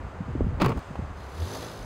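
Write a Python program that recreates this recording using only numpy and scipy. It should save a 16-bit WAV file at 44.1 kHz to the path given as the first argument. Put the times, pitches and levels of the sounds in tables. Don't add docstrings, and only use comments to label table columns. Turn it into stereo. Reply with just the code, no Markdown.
import sys
import numpy as np
from scipy.fft import rfft, irfft, next_fast_len
from scipy.io import wavfile
from scipy.ndimage import map_coordinates

SR = 44100
rng = np.random.default_rng(int(sys.argv[2]) if len(sys.argv) > 2 else 0)


def waveform_to_disk(signal):
    frames = np.transpose(np.atleast_2d(signal))
    scaled = np.clip(frames, -1, 1) * 32767
    samples = np.round(scaled).astype(np.int16)
    wavfile.write(sys.argv[1], SR, samples)


N = 81585
T = np.arange(N) / SR

# frequency in Hz, level per Hz in dB.
TRAFFIC_SPECTRUM = [(100, -5.5), (500, 4.5), (1200, 2), (2000, -7.5), (4000, -21.5), (7000, -25.5),
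                    (9500, -32.5), (11000, -46), (13500, -37.5), (15700, -56)]
# time in seconds, body level in dB, treble level in dB.
TRAFFIC_LEVELS = [(0, -44.5, -63), (.58, -44, -63), (.82, -45, -57.5), (1.0, -45, -61)]

# start in seconds, nominal level in dB, first pitch in Hz,
# length in seconds to half amplitude (a puff dies out at twice that).
WIND_PUFFS = [(0.0, -28.5, 91, 0.02), (0.2, -26, 202, 0.031), (0.281, -23.5, 240, 0.023),
              (0.351, -23.5, 345, 0.014), (0.363, -21.5, 195, 0.023), (0.394, -21.5, 196, 0.0091),
              (0.4073, -15, 727, 0.0032), (0.412, -16, 124, 0.015), (0.428, -20, 71, 0.023),
              (0.464, -22, 186, 0.026), (0.57, -23.5, 121, 0.025), (0.904, -32.5, 233, 0.024),
              (0.966, -30.5, 114, 0.036), (0.989, -29, 225, 0.017), (1.017, -28, 131, 0.035),
              (1.099, -28, 114, 0.018), (1.78, -34.5, 54.2, 0.11)]
# time in seconds, level in dB before the wind's band filter.
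BUFFET_LEVELS = [(0, -43), (.3, -33), (.55, -30.5), (.8, -42), (1.85, -44.5)]
# frequency in Hz, level per Hz in dB.
BUFFET_SPECTRUM = [(15, -47), (40, -4), (70, 2.5), (150, -8), (300, -22), (600, -32.5)]
PUFF_SAG, PUFF_RISE = 1.04, 0.22
PUFF_ROUGH, GRIT_DB = 0.26, -10
PUFF_TOP_HZ = 950

# start in seconds, end in seconds, pitch in Hz, peak level in dB.
WHISTLE_TONE = (1.178, 1.25, 4170, -62)

# time in seconds, firing rate in Hz, low tone level in dB, roar level in dB.
ENGINE_REVS = [(1.1, 58, -68, -60), (1.2, 63.05, -39, -56.5), (1.3, 69.23, -48.5, -55),
               (1.37, 77.26, -37.5, -49), (1.435, 83.4, -31.5, -43.5), (1.47, 91.86, -41, -42),
               (1.55, 106.9, -48, -40), (1.65, 111.4, -50.5, -42), (1.85, 101.5, -56, -50.5)]
# frequency in Hz, level per Hz in dB.
ROAR_SPECTRUM = [(100, -9), (200, -3.5), (450, 4.5), (1500, -0.5), (2200, -6), (3800, -3.5), (6000, -11.5),
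                 (8000, -12.5), (15700, -21.5)]
# frequency in Hz, width in Hz, level in dB.
VALVE_MODES = [(3450, 470, 4.5), (5150, 200, -5), (6120, 280, -0.5)]
CLATTER = 0.16
VALVE_DB, VALVE_SCATTER_DB = -10.5, 3
ORDER_DB, ORDER_FALL_DB, ORDER_SWAY_DB = -3, 2, 2.5
ENGINE_LEAD_S = 0.00018

# start in seconds, panel level in dB,
# metal tick level in dB, panel 60 dB decay in seconds.
DOOR_CONTACTS = [(0.598, -30, -64, 0.072), (0.61, -24, -49, 0.11), (0.618, -28, -35, 0.029),
                 (0.642, -26.5, -45, 0.067), (0.657, -27.5, -47, 0.057), (0.6619, -30, -31, 0.0043),
                 (0.681, -30.5, -62, 0.034), (0.691, -34, -44.5, 0.054), (0.701, -33.5, -73, 0.048),
                 (0.717, -31.5, -60, 0.042), (0.77, -41, -51.5, 0.08), (0.7927, -38, -44, 0.0029),
                 (0.954, -38, -78, 0.03)]
# frequency in Hz, width in Hz, level in dB.
PANEL_MODES = [(419, 76, 1), (1100, 250, -3), (2410, 720, -14)]
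# frequency in Hz, level per Hz in dB.
WASH_SPECTRUM = [(200, 0.5), (1200, -6.5), (1800, -26.5), (4500, -23), (6000, -33.5), (10000, -55)]
# frequency in Hz, level per Hz in dB.
TICK_SPECTRUM = [(2000, -39), (4500, 9), (6500, 6), (13000, -5.5), (15700, 3.5)]
# time in seconds, pitch in Hz, level in dB.
CABIN_BOOM = [(.612, 212.1, -29), (.65, 159.4, -22), (.70, 115.3, -27.5), (.75, 76, -27.5), (.775, 58, -26),
              (.80, 45, -34.5)]
# frequency in Hz, left over right in dB.
DOOR_BALANCE = [(1300, 0.5), (2400, -3.5)]
RISE_SHARE = .07
WASH_DB, CRACK_DB = 5, 14
DULLS_DB_PER_S, DULL_HZ = 109, 1730
BOOM_ROUGH, BOOM_OCTAVE_DB = .3, -11
THUD_HZ, THUD_DB = 246, -6

# frequency in Hz, gain of the side signal in dB.
SIDE_GAIN = [(150, -72), (380, -24), (550, -2), (1200, 0), (12000, 1.5), (12600, -23.5)]
DIP_HZ, DIP_DB = 5580, -8.5
TOP_HZ = 15741


def amp(db):
    return 10 ** (np.asarray(db) / 20)


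def unit(x):
    return x / np.sqrt(np.mean(x ** 2) + 1e-20)


def along(points, hz):
    f, v = np.transpose(points)
    return np.interp(np.log(hz + 1), np.log(f + 1), v)


def curves(rows):
    s, *cols = np.transpose(rows)
    return [np.interp(T, s, c) for c in cols]


def wobble(rate):
    return map_coordinates(rng.standard_normal(int(N * rate / SR) + 4), [T * rate])


def filtered(x, response):
    m = next_fast_len(N + SR // 4)
    return irfft(rfft(x, m) * response(np.fft.rfftfreq(m, 1 / SR)), m)[..., :N]


def noise(spectrum):
    return unit(filtered(rng.standard_normal((2, N)), lambda hz: amp(along(spectrum, hz))))


def resonant(table):
    def response(f):
        total = 0
        for k, (centre, width, db) in enumerate(table):
            damping = 1j * f * width
            total = total + (-1) ** k * amp(db) * damping / (centre ** 2 - f ** 2 + damping)
        return total
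    return response


def shaken(envelope, response):
    drive = rng.standard_normal((2, N))
    return filtered(envelope * drive, response) / np.std(filtered(drive, response))


def rumble(top_hz):
    return shaken(0.98, lambda f: f ** 2 / (f ** 2 + 50 ** 2) / (1 + (f / top_hz) ** 3))[0]


def swell(s, rise, t60):
    t = T - s
    return np.clip(t / rise, 0, 1) * amp(-60 * np.clip(t - rise, 0, None) / t60)


def ports(pair, lead, side_db=0):
    a = np.clip(lead, -1, 1)
    turned = filtered(pair[0], lambda hz: 1j + 0 * hz)
    side = amp(side_db) * (a * turned + np.sqrt(1 - a * a) * pair[1])
    return np.array([pair[0] + side, pair[0] - side])


def traffic():
    body_db, treble_db = curves(TRAFFIC_LEVELS)
    pair = noise(TRAFFIC_SPECTRUM) * amp(0.35 * wobble(10.43))
    treble = filtered(pair, lambda hz: 1 / (1 + (2600 / (hz + 1)) ** 4))
    spread = amp(body_db) * (pair - treble) + amp(treble_db) * unit(treble)
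    return ports(spread, lead=0.35, side_db=0.5)


def wind():
    lumps = amp(2.4 * wobble(25))
    out = amp(curves(BUFFET_LEVELS)[0]) * unit(lumps * noise(BUFFET_SPECTRUM)[0])
    grit = rumble(top_hz=220)
    wander, flutter = wobble(70), wobble(89.7)
    start_turns = rng.random((len(WIND_PUFFS), 1))
    for (s, db, start_hz, length), start_turn in zip(WIND_PUFFS, start_turns):
        u = np.clip((T - s) / length, 0, 2)
        hz = start_hz * 2 ** (-PUFF_SAG * u + .25 * wander)
        rise = np.sin(np.pi / 2 * np.clip(u / PUFF_RISE, 0, 1)) ** 2
        fall = np.cos(np.pi * u / 4) ** 2
        shape = rise * fall * (1 + PUFF_ROUGH * flutter)
        eddy = np.sin(2 * np.pi * (np.cumsum(hz * (u > 0)) / SR + start_turn))
        out = out + amp(db) * shape * (eddy + amp(GRIT_DB) * grit)
    return filtered(out, lambda hz: hz ** 2 / (hz ** 2 + 20 ** 2) / (1 + (hz / PUFF_TOP_HZ) ** 6))


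def whistle():
    start, end, hz, db = WHISTLE_TONE
    on = np.clip(np.minimum(T - start, end - T) * 100, 0, 1)
    return amp(db) * on * np.sin(2 * np.pi * hz * T + wobble(36.0))


def valve_gear(turn):
    ticks = []
    for _ in VALVE_MODES:
        pulse = np.exp(2 * np.cos(turn / 2 + wobble(40)))
        ticks.append(pulse * amp(VALVE_SCATTER_DB * wobble(50.07)))
    return sum(amp(VALVE_DB + mode[2]) * shaken(unit(tick), resonant([mode]))
               for tick, mode in zip(ticks, VALVE_MODES))


def engine():
    hz, tone_db, roar_db = curves(ENGINE_REVS)
    turn = 2 * np.pi * np.cumsum(hz * (1 + 0.01655 * wobble(17))) / SR
    tone = np.sqrt(2) * amp(tone_db + 3.5 * wobble(23.97)) * np.sin(turn)
    orders = 0
    for k in range(3, 13):
        order_db = ORDER_DB - ORDER_FALL_DB * np.log2(k) + ORDER_SWAY_DB * wobble(9.1)
        orders = orders + amp(order_db) * np.sin(k * turn / 2 + wobble(8.08))
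    gate = unit(1 + CLATTER * unit(np.exp(np.cos(turn / 2)) * amp(11 * wobble(40.7))))
    valves = valve_gear(turn)
    direct = (gate * noise(ROAR_SPECTRUM) + valves)[0]
    scattered = gate * noise(ROAR_SPECTRUM) + valves[::-1]

    def port_lead(f):
        return np.exp(1j * np.pi * f * ENGINE_LEAD_S * np.array([[1], [-1]]))

    roar = filtered(direct, port_lead) + amp(-2.0) * scattered
    fade_in = np.clip((T - ENGINE_REVS[0][0]) * 10, 0, 1)
    return fade_in * (tone + amp(roar_db) * (orders + roar))


def latch_crack():
    blows = np.zeros(N)
    for s, _, db, _ in DOOR_CONTACTS:
        blows[round(s * SR)] = amp(db + CRACK_DB)
    return filtered(blows, lambda hz: unit(amp(along(TICK_SPECTRUM, hz))))


def door_panel():
    shake = sum(amp(db) * swell(s, RISE_SHARE * t60, t60) for s, db, _, t60 in DOOR_CONTACTS)
    tick = sum(amp(db) * swell(s, RISE_SHARE * t60, .5 * t60) for s, _, db, t60 in DOOR_CONTACTS)
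    wash = amp(WASH_DB) * shaken(shake, lambda hz: amp(along(WASH_SPECTRUM, hz)))
    bright = filtered(wash, lambda hz: 1 / (1 + (DULL_HZ / (hz + 1)) ** 4))
    dulling = amp(-DULLS_DB_PER_S * np.clip(T - DOOR_CONTACTS[2][0], 0, None))
    wash = wash - bright + bright * dulling
    return shaken(shake, resonant(PANEL_MODES)) + wash + tick * noise(TICK_SPECTRUM) + latch_crack()


def cabin_boom():
    hz, db = curves(CABIN_BOOM)
    turn = 2 * np.pi * np.cumsum(hz * (1 + .12 * wobble(58.86))) / SR
    octave = amp(BOOM_OCTAVE_DB + 3.2 * wobble(40)) * np.sin(2 * turn + wobble(30))
    tone = unit((np.sin(turn) + octave) * (1 + BOOM_ROUGH * wobble(70)))
    fade_in = np.clip((T - CABIN_BOOM[0][0]) / 0.018, 0, 1)
    fade_out = np.clip((CABIN_BOOM[-1][0] - T) / 0.0085, 0, 1)
    return amp(db) * fade_in * fade_out * (tone + amp(THUD_DB) * rumble(THUD_HZ))


def door():
    placed = ports(door_panel(), lead=0.44, side_db=-2)
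    balanced = filtered(placed, lambda f: amp(along(DOOR_BALANCE, f) * [[.5], [-.5]]))
    return balanced + cabin_boom()


def scene():
    return traffic() + wind() + whistle() + engine() + door()


def record(dry):
    mid, side = (dry[0] + dry[1]) / 2, (dry[0] - dry[1]) / 2
    side = filtered(side, lambda hz: amp(along(SIDE_GAIN, hz)))

    def microphone(hz):
        dip = amp(DIP_DB * np.exp(-((hz - DIP_HZ) / 200) ** 2))
        return dip * (hz < TOP_HZ)

    return filtered(np.array([mid + side, mid - side]), microphone)


dry = scene()
out = record(dry)
waveform_to_disk(out)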